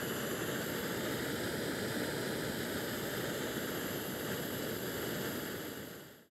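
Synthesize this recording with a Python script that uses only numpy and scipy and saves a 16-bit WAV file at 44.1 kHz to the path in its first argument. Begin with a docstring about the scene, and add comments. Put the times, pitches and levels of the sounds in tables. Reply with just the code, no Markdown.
"""A small gas flame roars and rushes against the base of a lidded pot, outdoors and close by.
The gas jet hisses through the burner head's resonances; one unsteady flow drives jet and flame.
As the listener stoops, resonances and notches slide, and a hollow in the top sizzle fills in.
Faint ground echoes and brief glances off metal colour the hiss. The sound fades out at the end."""
import sys
import numpy as np
from scipy import signal
from scipy.fft import rfft, irfft
from scipy.io import wavfile

SR = 44100
rng = np.random.default_rng(int(sys.argv[2]) if len(sys.argv) > 2 else 0)


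def bounce(signal):
    """Save signal as a 16-bit WAV file at the path given by the first command-line argument."""
    frames = np.transpose(np.atleast_2d(signal))
    limited = np.clip(frames, -1, 1)
    pcm = np.round(limited * 32767).astype(np.int16)
    wavfile.write(sys.argv[1], SR, pcm)


N = 278103


def undb(db):
    """Decibels to gain."""
    return 10 ** (np.asarray(db) / 20)


def unit(x):
    """Scale to rms 1."""
    return x / np.sqrt(np.mean(x ** 2))


def coloured_noise(spectrum):
    """Noise of rms 1, shaped by (f/Hz, level/dB) points, rolling off past the last."""
    hz, db = np.transpose(spectrum)
    f = np.maximum(np.arange(N // 2 + 1) * SR / N, 1)
    rolloff = np.minimum(hz[-1] / f, 1) ** 4
    gain = undb(np.interp(np.log(f), np.log(hz), db)) * rolloff
    return unit(irfft(rfft(rng.standard_normal(N)) * gain, N))


def flutter(hz):
    """Random fluctuation of rms 1, thinning out above hz."""
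    f = np.arange(N // 2 + 1) * SR / N
    gain = f / (f + 2) / np.sqrt(1 + (f / hz) ** 2) / (1 + (f / (10 * hz)) ** 2)
    return unit(irfft(rfft(rng.standard_normal(N)) * gain, N))


def swells(table, t):
    """Sum of smooth bumps, one per row of (centre/s, length/s, height)."""
    return sum(height * np.cos(np.pi * np.clip((t - centre_s) / length_s, -.5, .5)) ** 2
               for centre_s, length_s, height in table)


def between(above, beside, stoop):
    """Blend from above the lid (stoop 0) to beside the pot (stoop 1)."""
    return above + (beside - above) * stoop


# Listener's path: t/s, stoop/0..1
STOOP_PATH = [(0.25, 0.026), (0.95, 0.555), (1.5, 0.92), (2.4, 0.94), (3.0, 0.56), (3.35, 0.61),
              (3.9, 0.21), (4.6, 0.4), (5.4, 0.36)]
# Glances off metal: centre t/s, length/s, reflected share/0..1
METAL_GLANCES = [(0.44, 0.55, 0.46), (1.05, 0.68, 0.2), (3.42, 0.63, 0.5)]

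def position(t):
    """The listener's stoop, and the share of sound that glances that way."""
    stoop = np.interp(t, *np.transpose(STOOP_PATH))
    return np.clip([stoop, swells(METAL_GLANCES, t)], 0, 1)


def ground_echoes(f, stoop, lag_range_s=(0.001486, 0.0045), share=0.093, shortening=0.3):
    """Faint echoes off stony soil ripple the spectrum; stooping shortens their paths."""
    lags_s = rng.uniform(*lag_range_s, size=5)
    echoes = sum(np.exp(-2j * np.pi * f * lag_s * (1 - shortening * stoop)) for lag_s in lags_s)
    return abs(1 + share * echoes)


def metal_reflection(f, glance, lag_s=0.000297, corner_hz=7000):
    """Comb from a longer path off metal; the small surface mirrors only treble."""
    share = glance * f / np.hypot(f, corner_hz)
    return abs(1 + share * np.exp(-2j * np.pi * f * lag_s))


# Spectral notches: f above/Hz, f beside/Hz, width/Hz, depth above/dB, depth beside/dB
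# Last row: a hollow in the top sizzle near 13 kHz that fills in as the listener stoops.
# Other rows: interference of the paths around the pot.
NOTCHES = [(990, 1110, 121, 5, 19), (2420, 2670, 254, 8.5, 4), (5450, 6270, 540, 6, 9),
           (6740, 7120, 230, 2.5, 0), (8840, 9100, 340, 0, 9), (9680, 10600, 350, -6.5, 10.5),
           (13000, 14450, 690, 11, -2)]

def notch_gain(f, stoop):
    """Notches slide up and change depth as the listener stoops; a negative depth boosts."""
    loss_db = 0
    for above_hz, beside_hz, width_hz, above_db, beside_db in NOTCHES:
        detune = 2 * (f - between(above_hz, beside_hz, stoop)) / width_hz
        loss_db = loss_db + between(above_db, beside_db, stoop) / (1 + detune ** 2)
    return undb(-loss_db)


def at_listener(x, colour, frame_samples=1024):
    """Filter x by colour(f, stoop) and the metal reflection, at constant power."""
    f, t, frames = signal.stft(x, SR, nperseg=frame_samples)
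    f = f[:, None]
    stoop, glance = position(t)
    gain = colour(f, stoop) * metal_reflection(f, glance)
    power = np.mean(abs(frames) ** 2, axis=1, keepdims=True)
    gain = gain / np.sqrt(np.sum(power * gain ** 2, axis=0) / power.sum())
    return signal.istft(frames * gain, SR, nperseg=frame_samples)[1][:N]


def burner_head(modes):
    """Jet turbulence rings the head's resonances, coloured by the notches and ground echoes."""
    def colour(f, stoop):
        power = 0
        for above_hz, beside_hz, half_width_hz, above_db, beside_db in modes:
            detune = (f - between(above_hz, beside_hz, stoop)) / half_width_hz
            peak = undb(between(above_db, beside_db, stoop))
            power = power + (peak / (1 + detune ** 2)) ** 2
        return np.sqrt(power) * notch_gain(f, stoop) * ground_echoes(f, stoop)
    return at_listener(rng.standard_normal(N), colour)


# Burner head resonances: f above/Hz, f beside/Hz, half width/Hz, rel. 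level above/dB, beside/dB
HEAD_MODES = [(2890, 3130, 270, -1.3, -5), (3290, 3770, 760, -6.5, -3), (4780, 4920, 360, -8, -3.5),
              (6100.0, 6630, 1170, -11.5, -8.5), (7280, 7680, 390, -4, -8.5), (8200, 8550, 870, -16.5, -7),
              (10760, 10140, 270, -14, -14), (11950, 11250, 460, -19, -4), (11680, 12200, 640, 1, -11.5),
              (14300.0, 13700, 1560.0, -24, -17)]

def gas_jet(t, burn_db, flow, split_hz=10000, flow_db=0.44, grain_db=0.55, flicker_db=0.67):
    """The jet hisses with the flow, grainy with small eddies; its top modes flicker on their own."""
    stoop, glance = position(t)
    hiss = burner_head([mode for mode in HEAD_MODES if mode[0] < split_hz])
    hiss_db = -47.5 + 0.44 * burn_db + 0.2 * stoop + flow_db * flow + grain_db * flutter(hz=90)
    sizzle = burner_head([mode for mode in HEAD_MODES if mode[0] >= split_hz])
    # The sizzle beams upward, and the reflection partly cancels it.
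    sizzle_db = -49.5 - 5 * stoop ** 2 - 4 * glance + flicker_db * flutter(hz=8.3)
    return hiss * undb(hiss_db) + sizzle * undb(sizzle_db)


# Rush spectrum: f/Hz, rel. level/dB
RUSH_SPECTRUM = [(700, -30), (1020, -8), (1220, -6), (1430, -3), (1680, -2), (2000, -7), (2250, -14),
                 (2600, -18), (3400, -30)]

def flame_rush(burn_db, flow, level_db=-45, flow_db=0.53, ragged_db=1.18):
    """The flame rushes along the pot's base, made ragged by its wrinkling front."""
    rush = at_listener(coloured_noise(RUSH_SPECTRUM), notch_gain)
    return rush * undb(level_db + burn_db + flow_db * flow + ragged_db * flutter(hz=45))


# Combustion spectrum: f/Hz, rel. level/dB
ROAR_SPECTRUM = [(20, -52), (30, -36), (48, -23), (63, -12.5), (80, -8.5), (120, -2.5), (260, -0.5),
                 (470, -1), (540, -6), (605, -4), (690, -12), (785, -15), (870, -11), (1100, -20)]

def flame_roar(t, burn_db, flow, level_db=-39.5, stoop_db=1.17, flow_db=0.14):
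    """Turbulent combustion roars low, slightly louder when heard level with the flame."""
    stoop, _ = position(t)
    roar = at_listener(coloured_noise(ROAR_SPECTRUM), notch_gain)
    return roar * undb(level_db + 0.48 * burn_db + stoop_db * stoop + flow_db * flow)


# Flame flares (+) and sinks (-): centre t/s, length/s, rush level change/dB
FLAME_SURGES = [(0.54, 0.3, 1), (1.13, 0.51, 1), (2.05, 0.38, 1.3), (3.25, 0.6, 0.8), (3.85, 0.2, 1.3),
                (4.12, 0.71, -2.5), (4.33, 0.21, 3), (4.48, 0.47, -2.0), (4.8, 0.43, -2.7)]

def scene(easing_db_per_s=0.35):
    """One gas flow drives flame and jet: it eases slowly, surges at times and always flutters."""
    t = np.arange(N) / SR
    burn_db = swells(FLAME_SURGES, t) - easing_db_per_s * t
    flow = flutter(hz=9.9)
    flame = flame_roar(t, burn_db, flow) + flame_rush(burn_db, flow)
    return (flame + gas_jet(t, burn_db, flow))[None]


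def record(dry, fade_span_s=(5.29, 6.3), cutoff_hz=15700):
    """Linear fade to silence, then a steep low-pass."""
    fade = np.interp(np.arange(N) / SR, fade_span_s, [1, 0])
    lowpass = signal.ellip(12, .1, 70, cutoff_hz, fs=SR, output="sos")
    return signal.sosfilt(lowpass, dry * fade)


dry = scene()
out = record(dry)
bounce(out)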